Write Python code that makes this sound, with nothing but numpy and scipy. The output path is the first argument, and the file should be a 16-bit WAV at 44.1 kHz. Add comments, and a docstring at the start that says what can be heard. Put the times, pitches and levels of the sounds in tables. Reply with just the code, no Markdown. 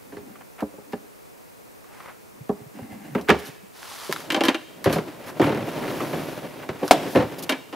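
"""In the still air of a wood, close by, a plywood lid scrapes, moans and drops onto a long wooden drawer.
The drawer, at a truck bed, rattles, chatters after each shove, rumbles along its runners and slams.
Blows are struck wood modes and noise bursts; rubbing is noise shaped by the wood and by uneven gains.
Clothes rustle, small fittings click, and the truck's shell answers each blow with a short noise tail.
The stereo microphone sheds deep bass, and the recorder has a limited top end."""
import sys
import numpy as np
from scipy import signal
from scipy.fft import rfft, irfft, next_fast_len
from scipy.io import wavfile
from scipy.ndimage import uniform_filter1d, map_coordinates

SR = 44100
rng = np.random.default_rng(int(sys.argv[2]) if len(sys.argv) > 2 else 0)


def store_wav(level_fs):
    """Save 16-bit WAV to argv[1]."""
    pcm = np.round(np.clip(np.atleast_2d(level_fs), -1, 1) * 32767)
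    wavfile.write(sys.argv[1], SR, pcm.T.astype(np.int16))


N = 341775  # length in samples

# Stereo width of near sounds, then of the air. Each row: frequency in Hz, left-right correlation.
NEAR_CORRELATION = [(40, 0.24), (130, 0.88), (600, 0.88), (2000, 0.86), (6000, 0.83), (13000, 0.7)]
AIR_CORRELATION = [(60, -0.51), (150, -0.91), (380, -0.69), (950, -0.43), (2380, -0.094), (5980, 0.63),
                   (15000, 0.54)]

# Noise colours, only relative. Each row: frequency in Hz, density in dB per Hz.
# The air of the wood:
AIR_SPECTRUM = [(15, -44), (25, -17), (75, -8), (107, -3), (152, -1), (313, -2), (421, 0), (536, -2.5),
                (597, -4.5), (1410, -12), (1530, -14), (2480, -16), (3080, -22), (5720, -23), (15500, -23)]
# The lid's low groan and upper rasp as it drags:
GROAN_SPECTRUM = [(60, -18), (130, -4), (220, 1.5), (290, 5.5), (380, -2.5), (600, -23), (900, -11.5),
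                  (1400, -30)]
RASP_SPECTRUM = [(500, -1), (780, 6), (1200, -7.5), (1650, -4), (2100, 1.5), (3000, -6.5), (4000, -12),
                 (8000, -14)]
# The dense modes of plywood:
PLYWOOD_SPECTRUM = [(40, -41), (70, -12), (110, -23), (160, -9.5), (300, -4), (560, -5.5), (800, -9),
                    (1100, -11), (1800, -12), (3000, -17), (5000, -33), (8000, -44.5), (12000, -52.5),
                    (16000, -62)]
# Soft brushing, fine fizz of cloth, and dry rustling:
SWISH_SPECTRUM = [(300, -17.5), (700, -5.5), (1050, -2), (1600, -6.5), (2600, -12), (5000, -34.5)]
FIZZ_SPECTRUM = [(1500, -28), (3000, 2.5), (4800, 2), (8000, -4.5), (11000, -3), (15500, -10)]
CRISP_SPECTRUM = [(1500, -9), (3500, 2), (6000, -0.5), (8000, -6), (11000, 0.5), (13000, -1), (15500, -9)]
# The sliding drawer's rumble, gritty scrape and hiss:
RUMBLE_SPECTRUM = [(24, -60), (40, -39), (102, -6), (125, -3), (146, 2.5), (221, -2), (258, 3), (374, -0.5),
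                   (483, -2.5), (624, 1.5), (829, -8.5), (916, -4.5), (1200, -19), (1560, -51),
                   (2640, -120)]
SCRAPE_SPECTRUM = [(500, -2.5), (1000, 2), (2300, -2.5), (3500, -8.5), (5500, -13), (8000, -19.5),
                   (14000, -17.5)]
HISS_SPECTRUM = [(3000, -16), (6000, 1), (8000, -10), (11500, 5), (14000, -14), (16000, -12)]
# A fitting's tick, the slam's crack and shiver, and the flat start of the shell's tail:
TICK_SPECTRUM = [(1000, 22.5), (4000, 9.5), (8000, -7.5), (12000, 1.0), (16000, -18)]
CRACK_SPECTRUM = [(60, -30), (200, 0), (700, 8.5), (2500, -5.5), (6000, -9.5), (15000, -19)]
SHIVER_SPECTRUM = [(100, -27), (200, 2.5), (450, 2), (700, 0.0), (1200, -14), (3500, -12.5),
                   (7000, -43), (15000, -59)]
FLAT_SPECTRUM = [(100, 0), (15000, 0)]

# Modes of lid, box, front panel and end stop. Each row: frequency in Hz, relative level in dB, t60 in seconds.
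LID_MODES = [(202.5, -7.5, 0.18), (231.5, -1.5, 0.12), (293.4, -7.5, 0.34), (411.4, 0, 0.2),
             (539, -4.5, 0.14), (781, -4, 0.063), (1133, -18, 0.14), (1576, -10, 0.051), (1717, -14, 0.11),
             (2070, -23, 0.12), (2790, -21, 0.08)]
BOX_MODES = [(75, -28, 0.6), (112.5, -9, 0.31), (148.3, -1, 0.17), (228, -1, 0.084), (292.8, -3, 0.3),
             (343, -1.5, 0.056), (384.4, -3, 0.08), (403.5, -5, 0.085), (508, -8, 0.19), (548.5, -5, 0.15),
             (720, -10, 0.083)]
FRONT_MODES = [(265.5, -8.5, 0.11), (303, 0, 0.062), (328.5, -1.5, 0.15), (520, -4, 0.044),
               (619.5, -11.5, 0.26), (785, -11, 0.28), (1016, -8.5, 0.11), (1695, -17.5, 0.2),
               (2323, -8.5, 0.099), (2780, -11.5, 0.1), (3153, -5.5, 0.04), (3750, -14.5, 0.053)]
STOP_MODES = [(652, -7.5, 0.059), (716, 1.5, 0.031), (840, -4.5, 0.031), (678, -24, 0.33), (757, -23, 0.21),
              (302, -16.5, 0.11), (2250, -21, 0.033)]
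# Decay of the truck's shell. Each row: frequency in Hz, t60 in seconds.
SHELL_DECAY = [(100, 0.41), (400, 0.63), (1000, 0.43), (3000, 0.94), (8000, 0.93), (15000, 0.36)]

# The lid drags over the rim. Each row: start in seconds, length in seconds, groan and rasp in dB before trim.
LID_DRAGS = [(0.03, .46, -47, -51), (.23, .1, -41, -58), (0.66, .42, -49, -58), (2.33, .11, -50, -60),
             (2.54, .14, -48, -45), (2.74, .54, -37, -35), (3.36, .15, -43, -36)]
# The lid bumps and drops. Each row: start in seconds, level in dB before trim, hardness in dB,
# ring t60 in seconds.
LID_DROPS = [(0.123, -30, -12.5, 0.29), (0.168, -27.5, -11.5, 0.14), (0.622, -14, -36, 0.075),
             (0.738, -36, -26, 0.11), (0.782, -32, -26, 0.068), (0.932, -17.5, -15, 0.1),
             (2.493, -10, -28, 0.1), (2.788, -28.5, -13.5, 0.073), (3.15, -11, -18, .17),
             (3.177, -18.5, -32, 0.21), (3.286, -11, -5.5, 0.16), (3.293, -5, -6, 0.22),
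             (3.303, -10.5, 2, 0.079), (3.344, -19, -15, .07)]
# Wood scuffs wood. Each row: start in seconds, level in dB before trim, rise in seconds (held to 3 ms or more).
SCUFFS = [(.348, -39.5, 0.012), (.403, -35, 0.0097), (.578, -29.5, 0.016), (0.598, -27.5, 0.01),
          (1.839, -38, 0.005), (2, -30, 0.0059), (2.058, -26.5, 0.0036), (2.064, -32.5, 0.024),
          (2.084, -37, 0.0024), (3.148, -18.5, 0.0058), (3.172, -25, .014), (3.27, -26, .014),
          (5.261, -29, 0.024), (5.405, -14.5, 0.027), (5.828, -24.5, 0.012), (5.9, -34, .02),
          (5.995, -20.5, 0.014), (6.623, -28.5, 0.011), (7.152, -13, 0.0085)]
# Small hard fittings. Each row: start in seconds, level in dB before trim, bite in dB against the treble,
# chatter t60 in seconds.
CLICKS = [(0.606, -35.5, 4, .05), (0.9236, -38.5, 4.5, .09), (3.2121, -33.5, -4, .067),
          (3.83, -37, 10, .018), (4.113, -28, 4, .05), (4.1256, -16, 6, 0.031), (4.133, -22, -6, .06),
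          (4.1614, -35, 17.5, 0.035), (4.203, -31.5, 3, 0.06), (4.321, -21, -4, 0.07),
          (4.437, -20, -4, 0.085), (4.452, -19, -3, 0.074), (4.8428, -19.5, 2.5, 0.087),
          (4.927, -19, -1, 0.16), (6.8793, -21, 0, 0.066), (7.496, -16, -6, 0.077)]
# A hand brushes the lid. Each row: start in seconds, length in seconds, level in dB before the cloth mix.
HAND_BRUSHES = [(1.82, 0.39, -48)]
# Sleeves swish. Each row: start in seconds, length in seconds, level in dB before the cloth mix.
SLEEVES = [(3.3, 0.29, -51), (3.72, 0.59, -42)]
# The body shifts. Each row: start in seconds, length in seconds, level in dB.
RUSTLES = [(3.387, 0.026, -40.5), (3.448, 0.056, -43.5), (4.89, .13, -42.5), (5.26, 0.061, -45.5),
           (5.41, 0.12, -46), (5.82, 0.73, -48), (6.84, 0.12, -45), (7.07, .16, -44), (7.383, .028, -39.5),
           (7.423, 0.029, -34)]
# Dull thumps under the lid. Each row: start in seconds, level in dB, frequency in Hz.
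THUMPS = [(2.406, -33, 137), (2.61, -39, 131), (2.66, -38.5, 142), (2.816, -34, 116), (2.92, -40, 110),
          (3.485, -37, 139), (3.63, -43, 200)]
# The moan's falling, then rising pitch. Each row: time in seconds, slips per second.
SLIP_RATE = [(2.8, 262), (2.951, 208), (3.05, 184), (3.15, 130), (3.26, 210)]
# Single bumps of the box. Each row: start in seconds, level in dB before trim, hardness in dB,
# boom in dB before trim, ring t60 in seconds.
BOX_BUMPS = [(4.093, -16.5, -30, -26, 0.079), (4.959, -10.5, -19, -23, .14), (4.984, -13, -15, -15, 0.08),
             (5.081, -28, -11, -30, 0.055), (5.879, -20.5, -9, -15, 0.094), (6.131, -16, -15.5, -14, 0.24),
             (6.69, -17, -10.5, -11.5, 0.1), (6.82, -18.5, -37, -34, 0.22),
             (6.829, -14.5, -21.5, -28, 0.11), (6.95, -18, -28, -23, 0.072), (7.15, -8.5, -18, -26, 0.048)]
# Shoves. Each row: start in seconds, level in dB before trim, hardness in dB, boom in dB before trim,
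# chatter length in seconds, chatter fade in dB per second.
JOLTS = [(4.858, -6, -17.5, -8.5, .08, 77), (5.397, -3, -22, -36, .24, 62),
         (7.157, -3, -19, -19, .085, 128)]
# The drawer's travel. Each row: time in seconds, rumble level in dB.
TRAVEL = [(4.14, -41), (4.34, -41), (4.42, -37.5), (4.6, -53.5), (4.88, -42.5), (5.02, -41.5), (5.31, -40),
          (5.4, -38), (5.54, -34.5), (6.13, -30.5), (6.38, -36), (6.67, -42), (7.1, -33.5), (7.41, -37.5),
          (7.54, -43.5), (7.72, -52.5)]
# The front rattles in the hands. Each row: start in seconds, level in dB before trim, hardness in dB,
# ring t60 in seconds.
FRONT_RATTLES = [(4.303, -24.5, 9, 0.095), (4.321, -18.5, -6, 0.12), (4.345, -14, -1.5, 0.082),
                 (4.364, -14.5, -8.5, 0.16), (4.408, -9.5, -7.5, 0.095), (4.437, -13.5, -5, .13),
                 (4.452, -16, -3, 0.3), (4.484, -5, -6.5, 0.1), (4.545, -18.5, -2.5, 0.096),
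                 (7.493, -15.5, 0, 0.16), (7.522, -16, -4.5, 0.099), (7.727, -24.5, -9.5, 0.24)]

AIR_DB, SLIP_DB = -46.35, -45.5
THUMP_RISE_S, STOP_S = 0.0086, 6.910
FIRST_REBOUND_S, REBOUND_GAP_S, REBOUND_SCATTER_S = .016, .027, .002
REBOUND_DB = -4  # against the jolt, before the fade
REBOUND_HARDNESS_DB, REBOUND_BOOM_DB = -15.5, -12.5  # boom before trim
CRUISE_DB = -33  # reference level of travel
SCRAPE_GROWS, HISS_GROWS = 1.01, 1.4  # dB per dB of travel
TOP_HZ = 15700  # recorder's upper limit


def amp(db):
    """Decibels to gain."""
    return 10 ** (np.asarray(db) / 20)


def unit(x):
    """Scaled to rms 1."""
    return x / np.sqrt(np.mean(x ** 2) + 1e-20)


def along(points, hz):
    """(Hz, value) points read on a log frequency axis."""
    f, v = np.transpose(points)
    return np.interp(np.log(hz + 1), np.log(f + 1), v)


def wobble(rate):
    """A smooth random curve, rate knots a second."""
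    knots = rng.standard_normal(int(N * rate / SR) + 4)
    return map_coordinates(knots, [np.arange(N) * rate / SR])


def filtered(x, response):
    """x shaped by a gain for each frequency."""
    n = x.shape[-1]
    m = next_fast_len(n + 8192)  # spare room keeps the end from wrapping round
    return irfft(rfft(x, m) * response(np.fft.rfftfreq(m, 1 / SR)), m)[..., :n]


def noise(spectrum, size, correlation=NEAR_CORRELATION):
    """Coloured stereo noise of rms 1; the mid and side shares set how alike left and right are."""
    def mid_side_gain(hz):
        turn = np.arccos(np.clip(along(correlation, hz), -1, 1)) / 2
        return amp(along(spectrum, hz)) * [np.cos(turn), np.sin(turn)]

    mid, side = filtered(rng.standard_normal((2, size)), mid_side_gain)
    return unit(np.array([mid + side, mid - side]))


def band(x, edges):
    """One band of a blow, scaled to rms 1 over its loudest 8 ms."""
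    y = signal.sosfilt(signal.butter(3, edges, 'bandpass', fs=SR, output='sos'), x)
    return y / np.sqrt(uniform_filter1d(np.mean(y ** 2, axis=0), size=353).max())


def mode(hz, db, t60, t):
    """One damped sine."""
    return amp(db - 60 * t / t60) * np.sin(2 * np.pi * hz * t)


def ring(modes, t, scatter_db):
    """Damped modes, struck at new strengths and signs each time."""
    return sum(rng.choice([-1, 1]) * mode(hz, db + rng.normal(0, scatter_db), t60, t)
               for hz, db, t60 in modes)


def swell(t, rise):
    """A gain that peaks at 1 after rise seconds, then fades."""
    u = t / rise
    return (u * np.exp(1 - u)) ** 2


def add(track, s, sound):
    """Mix a sound in at time s."""
    part = track[:, round(s * SR):][:, :sound.shape[-1]]
    part += sound[..., :part.shape[1]]


def strokes(rows, roundness, skew=1):
    """Gain of (start, length, dB) arches: flatter at low roundness, peaking early at a skew under 1."""
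    t = np.arange(N) / SR
    gain = np.zeros(N)
    for s, length, db in rows:
        u = np.clip((t - s) / length, 0, 1) ** skew
        gain += amp(db) * (4 * u * (1 - u)) ** roundness
    return gain


def resonate(x, modes, lift_db):
    """Rubbing noise is lifted at each mode's frequency, more narrowly for a long ring; rms 1."""
    def peaks(f):
        lift = sum(1 / (1 + ((f - hz) * t60 * np.pi / np.log(1000) / 2) ** 2) for hz, _, t60 in modes)
        return 1 + amp(lift_db) * lift

    return unit(filtered(x, peaks))


def knock(modes, hardness_db, t60, rise, modes_db, tilt_db, boom_db, clack_db, snap_db,
          clack_life, snap_life):
    """A blow rings main modes and the plywood's dense ones; harder contact adds clack and snap."""
    t = np.arange(SR // 2) / SR
    tilted = [(hz, db + tilt_db * np.log2(hz / 500)) for hz, db in PLYWOOD_SPECTRUM]  # dB per octave
    ply = noise(tilted, len(t))
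    tone = amp(modes_db) * ring(modes, t, scatter_db=6.5)

    def dying(life):
        return amp(-60 * t / life)

    def wood(life):
        return ply * dying(life) + tone * dying(3 * life)

    body = wood(t60) * (1 - np.exp(-t / rise))  # the panel takes a moment to move
    low = band(body, (180, 1000)) + amp(boom_db) * band(body, (70, 180))
    clack = amp(clack_db) * band(wood(clack_life * t60), (1000, 4500))
    contact = amp(-18.5) * dying(0.014)  # brief crack of first touch
    snap = amp(snap_db) * band(ply * (contact + dying(snap_life * t60)), (4200, 16000))
    return low + amp(hardness_db) * (clack + snap)


def woods():
    """Still forest air: wide coloured noise whose level barely drifts."""
    return amp(AIR_DB + 0.15 * wobble(1.8)) * noise(AIR_SPECTRUM, N, AIR_CORRELATION)


def drag():
    """The lid's edge catches and slips, so the panel groans and rasps at its own modes."""
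    catch = unit(amp(2.5 * wobble(28)))
    low = resonate(noise(GROAN_SPECTRUM, N) * catch, LID_MODES, lift_db=4)
    grit = resonate(noise(RASP_SPECTRUM, N) * catch * amp(2 * wobble(500)), LID_MODES, lift_db=5)
    groan = strokes([(s, length, db) for s, length, db, _ in LID_DRAGS], roundness=0.25)
    rasp = strokes([(s, length, db) for s, length, _, db in LID_DRAGS], roundness=0.33)
    return amp(-6) * groan * low + amp(-13.5) * rasp * grit


def lid_drops():
    """The loose lid knocks on the drawer's rim and rings at its own modes."""
    out = np.zeros((2, N))
    for s, db, hardness, t60 in LID_DROPS:
        blow = knock(LID_MODES, hardness, t60, rise=0.0017, modes_db=-0.5, tilt_db=-1.5, boom_db=-10,
                     clack_db=5.0, snap_db=-8, clack_life=0.63, snap_life=1.0)
        add(out, s, amp(db - 7) * blow)
    return out


def shell(x):
    """The truck's shell and the trees answer 9 ms late; each frequency dies at its own speed."""
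    hz, t, z = signal.stft(noise(FLAT_SPECTRUM, SR // 2), SR, nperseg=256)
    decay = amp(-60 * t / along(SHELL_DECAY, hz)[:, None])
    tail = signal.istft(z * decay, SR, nperseg=256)[1]
    late = np.pad(x, ((0, 0), (400, 0)))
    return signal.fftconvolve(late, tail / np.linalg.norm(tail[0]), axes=1)[:, :N]


def scuffs():
    """Wood scuffs wood: brief gritty strokes of noise swell and fade."""
    out, t = np.zeros((2, N)), np.arange(SR // 4) / SR
    for s, db, rise in SCUFFS:
        add(out, s, amp(db - 10.0) * swell(t, max(rise, .003)) * noise(SWISH_SPECTRUM, len(t)))
    grit = unit(amp(2.2 * wobble(700)))
    return out * grit


def clicks():
    """Handles and catches tick: a sharp crack and a short bright chatter of noise."""
    out, t = np.zeros((2, N)), np.arange(SR // 4) / SR
    for s, db, bite_db, t60 in CLICKS:
        fade = amp(-60 * t / 0.0042) + 1.2 * amp(-60 * t / t60)
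        tick = noise(TICK_SPECTRUM, len(t)) * fade
        bite, top = band(tick, (1000, 4500)), band(tick, (4500, 16000))
        add(out, s, amp(db - 10) * (top + amp(bite_db) * bite))
    return out


def rubs():
    """A hand brushes the lid and the sweatshirt rustles: noise made uneven by many fibres."""
    hand, sleeves = strokes(HAND_BRUSHES, roundness=1.8), strokes(SLEEVES, roundness=0.9)
    fibres = unit(amp(.8 * wobble(40) + 1.8 * wobble(1200)))
    swish = (hand + sleeves) * noise(SWISH_SPECTRUM, N)
    fizz = (amp(.5) * sleeves + amp(-10.5) * hand) * noise(FIZZ_SPECTRUM, N)
    rustle = strokes(RUSTLES, roundness=1.0, skew=0.6) * noise(CRISP_SPECTRUM, N)
    return fibres * (swish + fizz + rustle)


def thumps():
    """Soft contacts move only one low mode, which swells and dies in a few cycles."""
    out, t = np.zeros((2, N)), np.arange(SR // 4) / SR
    for s, db, hz in THUMPS:
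        add(out, s, amp(db) * swell(t, THUMP_RISE_S) * np.sin(2 * np.pi * hz * t))
    return out


def slip():
    """Regular sticking and slipping makes the lid moan, its unsteady pitch falling and then rising."""
    s, hz = np.transpose(SLIP_RATE)
    rate = np.interp(np.arange(N) / SR, s, hz) * (1 + 0.0498 * wobble(90))
    moan = np.sin(2 * np.pi * np.cumsum(rate) / SR) * amp(2.5 * wobble(24.8))
    return strokes([(s[0], s[-1] - s[0], SLIP_DB)], roundness=0.27) * unit(moan)


def box_bumps():
    """The whole box bumps on its runners; after a jolt it rebounds in a fading chatter."""
    out = np.zeros((2, N))

    def bump(db, hardness, boom, t60):
        blow = knock(BOX_MODES, hardness, t60, rise=0.0017, modes_db=-2.5, tilt_db=-0.85,
                     boom_db=boom + 4.5, clack_db=6.0, snap_db=-5, clack_life=0.93, snap_life=1.0)
        return amp(db - 7.0) * blow

    for s, db, hardness, boom, t60 in BOX_BUMPS:
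        add(out, s, bump(db, hardness, boom, t60))
    for s, db, hardness, boom, length, fade in JOLTS:
        add(out, s, bump(db, hardness, boom, t60=0.13))
        for after in np.arange(FIRST_REBOUND_S, length, REBOUND_GAP_S):
            when = s + after + rng.normal(0, REBOUND_SCATTER_S)
            level_db = db + REBOUND_DB - fade * after
            add(out, when, bump(level_db, REBOUND_HARDNESS_DB, REBOUND_BOOM_DB, t60=0.17))
    return out


def slide():
    """Wood judders along the runners: box rumble, gritty scraping, and hiss that grows fastest with travel."""
    s, level_db = np.transpose(TRAVEL)
    pace_db = np.interp(np.arange(N) / SR, s, level_db, left=-120) - CRUISE_DB
    judder, grain = wobble(45), wobble(450)
    rumble = noise(RUMBLE_SPECTRUM, N) * amp(2.4 * judder + 0.4 * grain)
    scrape = noise(SCRAPE_SPECTRUM, N) * amp(1.4 * judder + 1.45 * grain + 1.6 * wobble(16))
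    low = amp(pace_db + CRUISE_DB) * resonate(rumble, BOX_MODES, lift_db=-8.5)
    grit = amp(SCRAPE_GROWS * pace_db - 38.5) * resonate(scrape, FRONT_MODES, lift_db=-11)
    hiss = amp(HISS_GROWS * pace_db - 55.5) * noise(HISS_SPECTRUM, N)
    return low + grit + hiss


def front_rattles():
    """The light front panel clatters brightly, with almost no boom."""
    out = np.zeros((2, N))
    for s, db, hardness, t60 in FRONT_RATTLES:
        blow = knock(FRONT_MODES, hardness, t60, rise=0.0022, modes_db=-1.0, tilt_db=2.5, boom_db=-29,
                     clack_db=3.5, snap_db=-5, clack_life=1.0, snap_life=0.73)
        add(out, s, amp(db - 6.5) * blow)
    return out


def slam():
    """The drawer hits its stop: a hard modal bang and crack, then the runners and the load shiver."""
    out, t = np.zeros((2, N)), np.arange(SR // 2) / SR
    contact = 1 - np.exp(-t / .0007)
    bang = contact * sum(mode(hz, db, t60, t) for hz, db, t60 in STOP_MODES)
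    crack_fade = amp(-9 - 60 * t / 0.026) + amp(-8.5 - 60 * t / 0.088)
    crack = noise(CRACK_SPECTRUM, len(t)) * crack_fade
    shiver = noise(SHIVER_SPECTRUM, len(t)) * amp(-20.5 - 60 * t / 0.41)
    add(out, STOP_S, amp(3.5) * bang + crack + shiver)
    return out


def scene():
    """Blows and their echo over the sliding, the rustle and the forest."""
    lid_side = amp([[-.6], [.6]])  # the lid is a little louder on the right
    blows = lid_side * (lid_drops() + thumps()) + front_rattles() + box_bumps() + clicks() + slam()
    lid_rubbing = lid_side * (drag() + slip())
    return blows + amp(-18.0) * shell(blows) + scuffs() + lid_rubbing + slide() + rubs() + woods()


def record(dry):
    """The microphone sheds deep bass; the recorder clips at full scale and cuts the extreme treble."""
    heard = signal.sosfilt(signal.butter(2, 45, 'highpass', fs=SR, output='sos'), dry)
    return filtered(np.clip(heard, -1, 1), lambda hz: hz < TOP_HZ)


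dry = scene()
out = record(dry)
store_wav(out)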